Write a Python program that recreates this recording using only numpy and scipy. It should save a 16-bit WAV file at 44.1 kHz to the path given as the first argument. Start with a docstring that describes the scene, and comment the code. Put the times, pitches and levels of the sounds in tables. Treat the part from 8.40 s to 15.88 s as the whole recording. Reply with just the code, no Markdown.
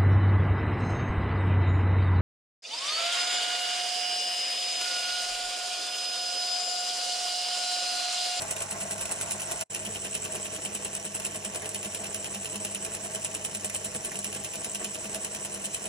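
"""Bright steel clacks and a fast ticking rattle from a small lathe running on a workshop bench, close by. Its
drive turns ten times a second: loose parts tick at fixed places round the turn and clack twice at its tight
spot, with stray clacks between. The spindle sings in swells, the belt thumps, the frame drones and the motor
hums. The scene changes from beside the headstock to the cutter, with a brief near-silence between."""
import sys
import numpy as np
from scipy import signal
from scipy.fft import rfft, irfft
from scipy.io import wavfile

SR = 44100
rng = np.random.default_rng(int(sys.argv[2]) if len(sys.argv) > 2 else 0)


def to_wav(sig):
    """Store sig (one row per channel, or 1-D mono) as 16-bit WAV at the path in sys.argv[1].

    Samples outside -1..1 are clipped; the rate is SR.
    """
    pcm = np.clip(np.atleast_2d(sig), -1, 1) * 32767
    pcm = np.round(pcm).astype(np.int16)
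    wavfile.write(sys.argv[1], SR, pcm.T)  # frames by channels


N = 329868
TIME, HZ = np.arange(N) / SR, np.fft.rfftfreq(N, 1 / SR)
TURN_HZ = 10.0066
CHANGE_S = 1.27  # the scene changes to the cutter

# one row per turn: (time [s], first blow [dB], second blow [dB], its chink [dB], belt thump [dB])
CLACKS = [(0.011, -34, -26, -38.0, -68.0), (0.11, -23, -32, -39.0, -61.0), (0.2054, -29.5, -33.0, -31, -53),
          (0.311, -27, -32, -32, -37.5), (0.4097, -29, -33.0, -35.0, -38.5), (0.51, -24.5, -30, -35, -42),
          (0.6098, -25.5, -29, -33.5, -42), (0.7126, -27, -25, -39, -65.0),
          (0.8111, -22.5, -29, -35, -60.0), (0.909, -23.0, -23.5, -30, -43.5),
          (1.006, -29, -28.0, -32, -47.0), (1.1125, -26, -25, -30.0, -52.0),
          (1.21, -22.5, -32, -34.5, -65.0), (1.3472, -22.5, -31, -28, -60),
          (1.4503, -26.5, -30, -31.0, -35.5), (1.549, -28, -39, -26.5, -54),
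          (1.6483, -28.5, -39.0, -28.5, -40.5), (1.7504, -22.5, -31, -28.5, -44),
          (1.8494, -25.5, -35, -29, -51), (1.951, -28, -28, -28.5, -46), (2.0483, -30, -35.0, -28, -64),
          (2.148, -31.0, -34.0, -36, -50), (2.25, -26, -34.0, -26.5, -43), (2.349, -24.0, -32.0, -32, -62),
          (2.448, -26, -42, -30, -64.0), (2.5505, -25.0, -41, -34, -47), (2.651, -28, -33, -43.5, -41),
          (2.749, -25.5, -28, -35.5, -43), (2.849, -23.5, -31, -28, -44.0),
          (2.946, -30.0, -27.5, -31.5, -42), (3.0485, -24.5, -32, -33, -39.5),
          (3.147, -26, -25, -30.5, -48.0), (3.2445, -48, -28, -30.5, -45),
          (3.346, -23.5, -29.0, -30, -54.0), (3.447, -26, -31, -29.5, -38.0),
          (3.5472, -22.5, -37, -35, -59), (3.645, -34.0, -41, -31, -57.0), (3.745, -21.5, -30, -39.0, -67),
          (3.8442, -26, -32, -31, -58), (3.9464, -27, -37, -32, -38), (4.046, -27, -29.0, -27.5, -57),
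          (4.1442, -32.0, -26, -30, -39), (4.2483, -22.0, -32.0, -31, -47),
          (4.3478, -23.5, -34.0, -28.5, -53), (4.4482, -25.5, -30, -35.0, -59),
          (4.5487, -26.5, -36, -39, -67), (4.648, -31, -32, -45, -62), (4.7483, -25.0, -28, -29.5, -42),
          (4.8468, -22, -33, -29.5, -66.0), (4.948, -24, -40, -32, -63), (5.0484, -22.5, -28, -38, -53),
          (5.148, -24.5, -29.0, -33.0, -39), (5.246, -23, -28.0, -38.0, -43),
          (5.3469, -23.0, -34, -27, -44), (5.4473, -24.5, -26.5, -37, -47), (5.548, -26.0, -29, -36, -41.0),
          (5.648, -23.5, -26, -37, -50), (5.746, -38.0, -28.5, -30.5, -45), (5.844, -21, -32, -32, -37.5),
          (5.948, -26.5, -42.0, -40, -44), (6.0459, -22.5, -34, -34, -60), (6.1432, -35, -26, -39.5, -43),
          (6.2454, -23, -32, -38, -51), (6.3478, -22.5, -30, -28.5, -44), (6.445, -21.5, -41.0, -31, -41.0),
          (6.5465, -27, -31, -31, -45.0), (6.6457, -31, -32, -32.5, -38.0), (6.746, -22.0, -27, -33.5, -41),
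          (6.847, -23, -42.0, -33, -45), (6.947, -25.0, -37, -38, -53.0), (7.048, -26.5, -29, -36, -56),
          (7.1463, -29.5, -35.0, -42, -50.0), (7.247, -26.5, -25.0, -32, -39.0),
          (7.3456, -21.5, -37.5, -37.0, -62), (7.4454, -39.0, -29, -32, -42.5)]
# where the loose parts touch: (place [turns], singing tick [dB], bright snap [dB], deep ring [dB])
TICKS = [(0.036, -44.0, -31.5, -38.0), (0.134, -36.5, -33.5, -39.0), (0.166, -36.0, -33.0, -39.0),
         (0.207, -35.0, -33.5, -40.5), (0.246, -37.0, -37.0, -43.5), (0.292, -37.5, -38.5, -47.0),
         (0.321, -41.5, -41.5, -49.5), (0.415, -38.5, -43.0, -49.0), (0.491, -36.0, -37.5, -45.0),
         (0.53, -36.0, -42.0, -47.0), (0.574, -38.5, -44.0, -51.5), (0.613, -33.5, -44.5, -48.5),
         (0.652, -37.0, -41.5, -47.5), (0.698, -34.5, -37.5, -44.5), (0.738, -36.0, -38.5, -45.0),
         (0.78, -36.0, -39.5, -44.0), (0.824, -35.5, -36.0, -42.5), (0.87, -38.0, -34.5, -45.5),
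         (0.911, -39.5, -33.0, -43.5), (0.956, -39.5, -30.0, -40.0)]
# how hard the steel parts run against each other: (time [s], level [dB])
EFFORT = [(0, 0), (.7, 0.5), (1.2, 1), (1.4, 2), (2, 1.4), (3.2, -0.5), (4, 1), (4.9, 1), (5.4, 0.5),
          (6.2, 1), (7.48, 1)]
# the bright snap and the deep ring of a steel contact: (frequency [Hz], level [dB])
CLACK_BRIGHT = [(3300, -19.5), (4000, -11.5), (4900, -11.5), (5600, -8), (6900, -7), (8000, -0.5),
                (8800, 3), (10000, -4.5), (11200, -8), (12400, -16), (15800, -17.5)]
CLACK_DEEP = [(300, -37), (800, -33), (1400, -9), (2000, -7.5), (2300, -3.5), (2600, 1.5), (3050, -1.5),
              (3350, -3), (4300, -20.5), (5500, -34.5)]
# resonances of steel and frame, hollows where negative: (frequency [Hz], width [Hz], lift [dB])
STEEL_MODES = [(1950, 250, 2), (2270, 90, -3), (2450, 90, 5.5), (2560, 70, -4.5), (2700, 60, 6.5),
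               (2850, 50, 3), (2930, 50, -4), (3000, 60, 6), (3070, 70, 6), (3390, 140, -4.5),
               (3720, 130, 3), (3870, 80, -3), (4020, 200, 2.5), (4370, 120, 3), (4750, 500, -2.5),
               (5280, 130, 3), (5645, 60, 3.5), (5745, 60, 4), (5960, 120, 2), (6280, 100, 2),
               (6500, 50, 5), (6570, 40, 4.5), (6700, 70, -2), (6950, 70, 2.5), (7220, 130, 5),
               (7460, 200, 5.5), (7680, 140, -4), (8040, 400, 3.5), (8760, 190, 3.5), (9030, 130, -3),
               (9180, 130, 3.5), (9930, 150, 5), (10500, 250, 2), (11230, 150, 2), (12750, 200, 4)]
FRAME_MODES = [(203, 18, 7), (268, 22, -4), (361, 25, 4), (432, 30, 5), (495, 25, 4), (566, 22, -6),
               (588, 12, -4), (633, 8, -3), (603, 14, 2), (621, 16, 10), (645, 16, 9), (661, 12, 3),
               (678, 12, 6), (695, 16, -4), (735, 20, 4), (760, 26, -7), (798, 12, 4), (822, 22, 5),
               (850, 20, -3), (910, 40, 2), (955, 20, -3), (996, 22, 5), (1038, 30, -6), (1095, 14, 4),
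               (1125, 35, 4), (1162, 25, 5), (1220, 70, -4), (1400, 40, 2), (1610, 50, 2)]
# stereo image: (frequency [Hz], likeness [0-1], lag of the left [ms], left minus right [dB])
STEREO = [(30, 0.54, 0, -4), (99, 0.93, -0.027, -1.5), (199, 0.88, -0.11, 0), (457, 0.95, -0.25, -1),
          (700, 0.8, -0.28, 1.5), (1275, 0.52, -0.1, 1), (2480, 0.18, .28, -0.5), (2990, 0.84, 0.23, -2),
          (4400, 0.8, 0.27, 1), (5640, 0.9, 0.22, -6), (5680, 0.76, 0.19, -5), (7450, 0.47, 0.17, 1),
          (8050, 0.98, 0.283, -2), (10300, 0.93, 0.2978, 0.5), (15000, 1, 0.2984, 0)]


def clacks(second_times, bright_db=1.5, deep_db=1.5, after_db=-13):
    """Hard steel contacts: a bright snap, a deeper ring, and a faint after-ring of the spindle."""
    # what sings on after a clack: (frequency [Hz], level [dB])
    after_ring = [(2000, -22), (2900, -19), (3400, -10), (5000, -29.5), (5650, -11), (6800, -33),
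                  (7400, -3), (8050, -11), (8800, 0.5), (10000, -4.5), (12000, -23)]
    times, snap_levels, deep_levels = contacts(second_times)
    blows = strikes(times, gain_of(snap_levels) ** 2)
    snap = die_away(blows, rise_s=0.0004, decay_s=0.0019)
    deep = die_away(strikes(times, gain_of(deep_levels) ** 2), rise_s=0.00036, decay_s=0.002)
    after = die_away(blows, rise_s=0.0016, decay_s=0.0089)
    return (gain_of(bright_db) * ring(snap, CLACK_BRIGHT, STEEL_MODES)
            + gain_of(deep_db) * ring(deep, CLACK_DEEP, STEEL_MODES)
            + gain_of(after_db) * ring(after, after_ring, STEEL_MODES))


def contacts(second_times, first_ring_db=-10, second_ring_db=-9):
    """Times, snap levels and deep-ring levels of all clacks: a double blow each turn, and the strays."""
    times, first, second, chink, _ = np.transpose(CLACKS)
    first_blows = [times, first, first + first_ring_db]
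    second_blows = [second_times, second, chink + second_ring_db]
    return np.hstack([first_blows, second_blows, stray_clacks()])


def stray_clacks(cycle_s=25 / TURN_HZ):
    """Clacks outside the double blow; those heard at the cutter come back every cycle."""
    # first appearances: (time [s], snap [dB], deep ring [dB])
    strays = [(.1639, -29.5, -32.5), (.2224, -26.5, -47), (.58, -33, -43), (.655, -27.5, -33),
              (.9976, -32, -36), (2.7989, -27, -34), (2.8034, -36, -55), (2.8645, -26.5, -46),
              (3.2199, -31, -52), (3.291, -28, -44), (3.429, -28, -33.5), (3.6365, -49, -36),
              (3.6402, -30, -39), (3.6446, -47, -50)]
    return np.transpose([(at, *levels) for start, *levels in strays
                         for at in np.arange(start, CHANGE_S if start < CHANGE_S else N / SR, cycle_s)])


def chinks(second_times, level_db=20.5):
    """The second blow of each turn lands cleanly and rings the same metallic chink."""
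    # one clean strike on steel: (frequency [Hz], level [dB])
    spectrum = [(1200, -22), (2100, -16), (2500, -1), (3000, 4.5), (3400, -9.5), (4600, -15), (5500, -15),
                (7200, -25), (8000, -16), (8600, -3), (9200, -10), (10500, -11), (12000, -27), (15800, -32)]
    force = rfft(strikes(second_times, gain_of(np.transpose(CLACKS)[3] + level_db)))
    return body(force, force, spectrum, STEEL_MODES)


def rattle(sing_db=1.0, snap_db=-3.0, deep_db=-1, uneven_db=2.1, scatter_s=0.00049):
    """The loose parts touch at the same places on every turn, never twice with quite the same force."""
    # the singing part of a tick: (frequency [Hz], level [dB])
    sing_spectrum = [(1500, -33), (3050, -4.5), (3350, -27), (4950, -15.5), (5500, -7.5), (6900, -2.5),
                     (8050, 5.5), (8800, 1.5), (10000, -13.5), (11200, -40), (15800, -29)]
    # how strongly the ticks wake the deep ring: (time [s], level [dB])
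    deep_ring = [(0, 3), (1.25, 1), (1.35, 1), (2.4, 2), (3.5, 1.5), (5, -1), (7.48, -1)]
    ticks = [(at, *levels) for place, *levels in TICKS for at in touches(place)]
    times, sing, snap, deep = np.transpose(ticks)
    late, force = np.clip(rng.standard_normal((len(times), 2)), -2, 2).T
    effort_db = np.interp(times, *np.transpose(EFFORT)) + uneven_db * force
    layers = [(sing + sing_db, sing_spectrum), (snap + snap_db, CLACK_BRIGHT),
              (deep + deep_db + np.interp(times, *np.transpose(deep_ring)), CLACK_DEEP)]
    sound = np.zeros((2, N))
    for levels, spectrum in layers:
        blows = strikes(times + scatter_s * late, gain_of(levels + effort_db) ** 2)
        sound += ring(die_away(blows, rise_s=0.00077, decay_s=0.00096), spectrum, STEEL_MODES)
    return sound


def spindle(steel, spin_hz=9.606, swing_db=5, mean_db=-1):
    """The spindle turns a little slower than the drive and swells the steel's high singing once a turn."""
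    # how much of the steel follows the spindle: (frequency [Hz], share [0-1])
    singing = [(7000, 0), (7400, .4), (7650, .5), (7850, 1), (8200, 1), (8500, .4), (9250, .35), (9700, 0)]
    peak_s = np.where(TIME < CHANGE_S, .0084, .0575)
    angle = 2 * np.pi * spin_hz * (TIME - peak_s)
    swell = gain_of(mean_db + swing_db * np.cos(angle))
    return steel + irfft(rfft(steel) * by_frequency(singing), N) * (swell - 1)


def belt(level_db=-1, delay_s=0.0021):
    """Once a turn the belt flaps and sets off a short, soft boom."""
    levels = np.transpose(CLACKS)[4] + level_db
    return booms(tight_spots() + delay_s, levels, hz=203.1, swell_s=0.025, detune=0.026)


def frame(level_db=-44.0, flutter_db=2.0):
    """The cast frame and bench drone, shaken harder at the tight spot."""
    # the drone: (frequency [Hz], level [dB])
    spectrum = [(20, -23), (45, -9), (72, -2), (88, -5.5), (120, -6.5), (160, -2), (270, -2.5), (430, -0.5),
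                (570, -2), (680, 1), (760, -2.5), (1100, -6.5), (1280, -10), (2000, -6.5), (4000, -28.5)]
    return ring(gain_of(level_db + load_db() + flutter_db * drift(39)), spectrum, FRAME_MODES)


def knock(level_db=-51, uneven_db=2):
    """The tight spot knocks the main resonance of the frame."""
    times = tight_spots()
    levels = level_db + uneven_db * rng.standard_normal(len(times))
    return booms(times, levels, hz=630, swell_s=0.01, detune=0.029)


def bearings(level_db=-44.5, load_share=0.31):
    """The running bearings rub smoothly, louder under load."""
    # the rub: (frequency [Hz], level [dB])
    spectrum = [(1000, -26.5), (2000, -3), (3050, -6), (3400, -5.5), (5000, -5.5), (5400, 1.5),
                (7000, -4.5), (8100, 4), (9000, 1), (10200, -29), (11300, -21), (15800, -27)]
    envelope = gain_of(level_db + by_time(EFFORT) + load_share * load_db() + drift(39))
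    return ring(envelope, spectrum, STEEL_MODES)


def scrapes():
    """Now and then something brushes the turning work."""
    # short brushes: (time [s], level [dB])
    brushes = [(0.789, -45), (3.218, -38), (5.3, -37.5), (5.715, -37.5)]
    # their dull tone: (frequency [Hz], level [dB])
    spectrum = [(700, -10), (1300, -13), (1600, -2), (2050, 8), (2400, 0), (3000, -20), (4000, -30)]
    times, levels = np.transpose(brushes)
    envelope = die_away(strikes(times, gain_of(levels) ** 2), rise_s=0.0022, decay_s=0.0081)
    return ring(envelope, spectrum, STEEL_MODES)


def motor(mains_hum_hz=100, waver_db=2, wobble_rad=.25):
    """The motor hums on steady tones, each wavering a little."""
    # shaft orders, mains hum and faint bearing tones: (frequency [Hz], level [dB])
    tones = [(24.9, -75), (100, -55), (149.5, -57.5), (200, -54.5), (299, -65), (431, -61.5), (498.3, -66),
             (548, -62), (573, -69), (597.8, -64), (622.7, -57), (644, -62), (818, -65.5), (996, -69)]
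    # swell of the mains hum: (time [s], level [dB])
    mains_swell = [(0, 2), (.7, 1), (2, 1.5), (2.7, 0.5), (3.5, 3), (4.7, 1.5), (5.3, 3.5), (6.2, -0.5),
                   (7.48, -4.5)]
    hum = np.zeros(N)
    for hz, db in tones:
        level = gain_of(db + waver_db * drift(10.4) + by_time(mains_swell) * (hz == mains_hum_hz))
        hum += level * np.sin(2 * np.pi * (hz * TIME + rng.random()) + wobble_rad * drift(3.8))
    return np.sqrt(2) * hum * gain_of([[-1], [1]])  # leans to the right


def casing(level_db=-53, uneven_db=3):
    """Close to the headstock the ticks also rattle its casing."""
    # the casing's tone: (frequency [Hz], level [dB])
    spectrum = [(400, -25), (700, 5), (1000, -4), (1500, 2), (1900, -8), (2600, -29)]
    times = np.concatenate([touches(place) for place, *_ in TICKS])
    levels = level_db + uneven_db * np.clip(rng.standard_normal(len(times)), -2, 2)
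    force = gain_of(levels) * (times < CHANGE_S)
    envelope = die_away(strikes(times, force ** 2), rise_s=0.00036, decay_s=0.001)
    return ring(envelope, spectrum, FRAME_MODES)


def whine(level_db=-56):
    """The bearings sing faintly on two narrow, unsteady notes, heard at the cutter."""
    # the two notes: (frequency [Hz], width [Hz], lift [dB])
    notes = [(5680, 150, 31), (6510, 140, 27)]
    # the band they stay in: (frequency [Hz], level [dB])
    band = [(4500, -40), (5500, 1), (6700, 1), (7500, -40)]
    return ring(gain_of(level_db) * (TIME > CHANGE_S), band, notes)


def workshop(direct, t60_s=.12, wet_db=-11, echoes_per_s=3000):
    """Adds dense reflections from the bench and nearby walls, different left and right."""
    # what the surroundings throw back: (frequency [Hz], level [dB])
    walls = [(300, 0), (1500, -12), (4000, 6.5), (8000, 1), (12000, -25)]
    t = TIME[:SR // 3]
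    taps = rng.choice([-1, 1], (2, len(t))) * (rng.random((2, len(t))) < echoes_per_s / SR)
    taps = taps * (t > .003) * gain_of(-60 * t / t60_s)  # 3 ms of pre-delay
    taps /= np.linalg.norm(taps, axis=1, keepdims=True)
    tail = signal.fftconvolve(direct, taps, axes=1)[:, :N]
    return direct + gain_of(wet_db) * irfft(rfft(tail) * gain_of(by_frequency(walls)), N)


def turns(times):
    """How far the drive has turned; whole numbers fall on its tight spot."""
    tight_spot_s = np.where(times < CHANGE_S, .0108, 1.3502)
    return (times - tight_spot_s) * TURN_HZ


def tight_spots():
    """When the tight spot comes round, once for each double clack."""
    times = np.transpose(CLACKS)[0]
    return times - (turns(times) - np.round(turns(times))) / TURN_HZ


def touches(place):
    """When one place on the turn comes round."""
    return TIME[np.flatnonzero(np.diff(np.floor(turns(TIME) - place)) == 1)]


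def load_db():
    """The load on the frame, repeated every turn."""
    # load round one turn: (place [turns], level [dB])
    load = [(0, 5), (.04, 5), (.12, 5.5), (.22, 3.5), (.31, 3), (.38, 3), (.5, 2.5), (.7, 3), (.88, 1.5),
            (.96, 3.5)]
    return np.interp(turns(TIME), *np.transpose(load), period=1)


def ring(envelope, spectrum, modes):
    """Contact noise under an envelope drives a body, partly alike left and right."""
    left, other = rfft(envelope * rng.standard_normal((2, N)))
    likeness = np.clip(by_frequency(STEREO), 0, 1)
    right = likeness * left + np.sqrt(1 - likeness ** 2) * other
    return body(left, right, spectrum, modes)


def body(left, right, spectrum, modes):
    """Left and right force spectra sound a body's resonances, placed in the stereo image."""
    lean = gain_of(by_frequency(STEREO, column=3) / 2)
    lag = np.exp(2j * np.pi * HZ * by_frequency(STEREO, column=2) / 1000)
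    colour = unit_rms(gain_of(by_frequency(spectrum) + resonances(modes)))
    # minimum phase: the body rings after a blow, never before it
    log_colour = np.log(np.r_[colour, colour[-2:0:-1]])
    response = np.exp(np.conj(signal.hilbert(log_colour)))[:len(HZ)]
    return irfft(np.array([left * lean, right * lag / lean]) * response, N)


def booms(times, levels, hz, swell_s, detune):
    """Short, soft swells of one low resonance, each slightly off pitch."""
    t, sound = TIME[:SR // 6], np.zeros(N)
    shape = np.sqrt(2) * (t / swell_s) ** 2 * np.exp(2 * (1 - t / swell_s))
    for at, db, (offset, phase) in zip(times, levels, rng.random((len(times), 2))):
        pitch_hz = hz * (1 + detune * (offset - .5))
        boom = gain_of(db) * shape * np.sin(2 * np.pi * (pitch_hz * t + phase))
        part = sound[round(at * SR):][:len(t)]
        part += boom[:len(part)]
    return sound


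def strikes(times, sizes):
    """A train of impulses."""
    train = np.zeros(N)
    np.add.at(train, np.clip(np.round(times * SR).astype(int), 0, N - 1), sizes)
    return train


def die_away(power, rise_s, decay_s):
    """Amplitude envelope of blows whose power swells and dies fast."""
    t = TIME[:SR // 20]
    shape = (1 - np.exp(-t / rise_s)) * np.exp(-t / decay_s)
    return np.sqrt(abs(signal.oaconvolve(power, shape / shape.max())[:N]))


def resonances(modes):
    """Lift in dB of a set of resonances, by frequency."""
    return sum(db / (1 + (2 * (HZ - hz) / width) ** 2) for hz, width, db in modes)


def drift(rate_hz):
    """A smooth random wander of rms 1."""
    return unit_rms(irfft(rfft(rng.standard_normal(N)) * np.exp(-(HZ / rate_hz) ** 2), N))


def by_frequency(rows, column=1):
    """One column of a table as a curve over log frequency."""
    table = np.transpose(rows)
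    return np.interp(np.log(HZ + 1), np.log(table[0] + 1), table[column])


def by_time(rows):
    """A table as a curve over time."""
    return np.interp(TIME, *np.transpose(rows))


def gain_of(db):
    """Decibels to amplitude."""
    return 10 ** (np.asarray(db) / 20)


def unit_rms(x):
    """Scaled to rms 1."""
    return x / np.sqrt(np.mean(x ** 2) + 1e-20)


def scene(second_blow_s=0.0089, scatter_s=0.00025):
    """The whole machine, heard first beside the headstock, then at the cutter."""
    # tone colour beside the headstock: (frequency [Hz], lift [dB])
    headstock = [(60, 7.5), (150, 7), (205, 3), (260, 6), (450, 3.5), (530, 6), (620, 6.5), (760, 7),
                 (1000, 8.5), (1500, 9), (2400, 7), (3000, 4), (4000, 7.5), (8000, 6.5)]
    # resonances and hollows there: (frequency [Hz], width [Hz], lift [dB])
    headstock_modes = [(320, 120, -1.5), (485, 45, -5), (540, 35, 5), (635, 40, 1.5), (672, 25, 3),
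                       (718, 28, 6), (865, 22, 7), (918, 24, 4), (990, 30, -3), (1055, 34, 10),
                       (1115, 50, -4), (1160, 22, 2), (1200, 40, -3), (1455, 30, 6), (1535, 40, 2),
                       (1735, 70, -5), (1815, 30, -5), (1915, 40, 3)]
    second_times = tight_spots() + second_blow_s + scatter_s * rng.standard_normal(len(CLACKS))
    hits = clacks(second_times) + chinks(second_times) + rattle() + scrapes()
    steel = workshop(hits) + bearings() + whine()
    machine = spindle(steel) + casing() + frame() + knock() + belt() + motor()
    colour = gain_of(by_frequency(headstock) + resonances(headstock_modes))
    return np.where(TIME < CHANGE_S, irfft(rfft(machine) * colour, N), machine)


def record(dry, cutoff_hz=15900):
    """The sound nearly stops briefly as the scene changes, and a low-pass trims the top treble."""
    # the brief gap between the scenes: (time [s], level [dB])
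    dropout = [(1.228, -8), (1.236, -16.5), (1.244, -47), (1.295, -46), (1.3, -9), (1.308, -3)]
    low_pass = signal.firwin(511, cutoff_hz, window=("kaiser", 9), fs=SR)
    return signal.oaconvolve(dry * gain_of(by_time(dropout)), low_pass[None], "same")


dry = scene()
out = record(dry)
to_wav(out)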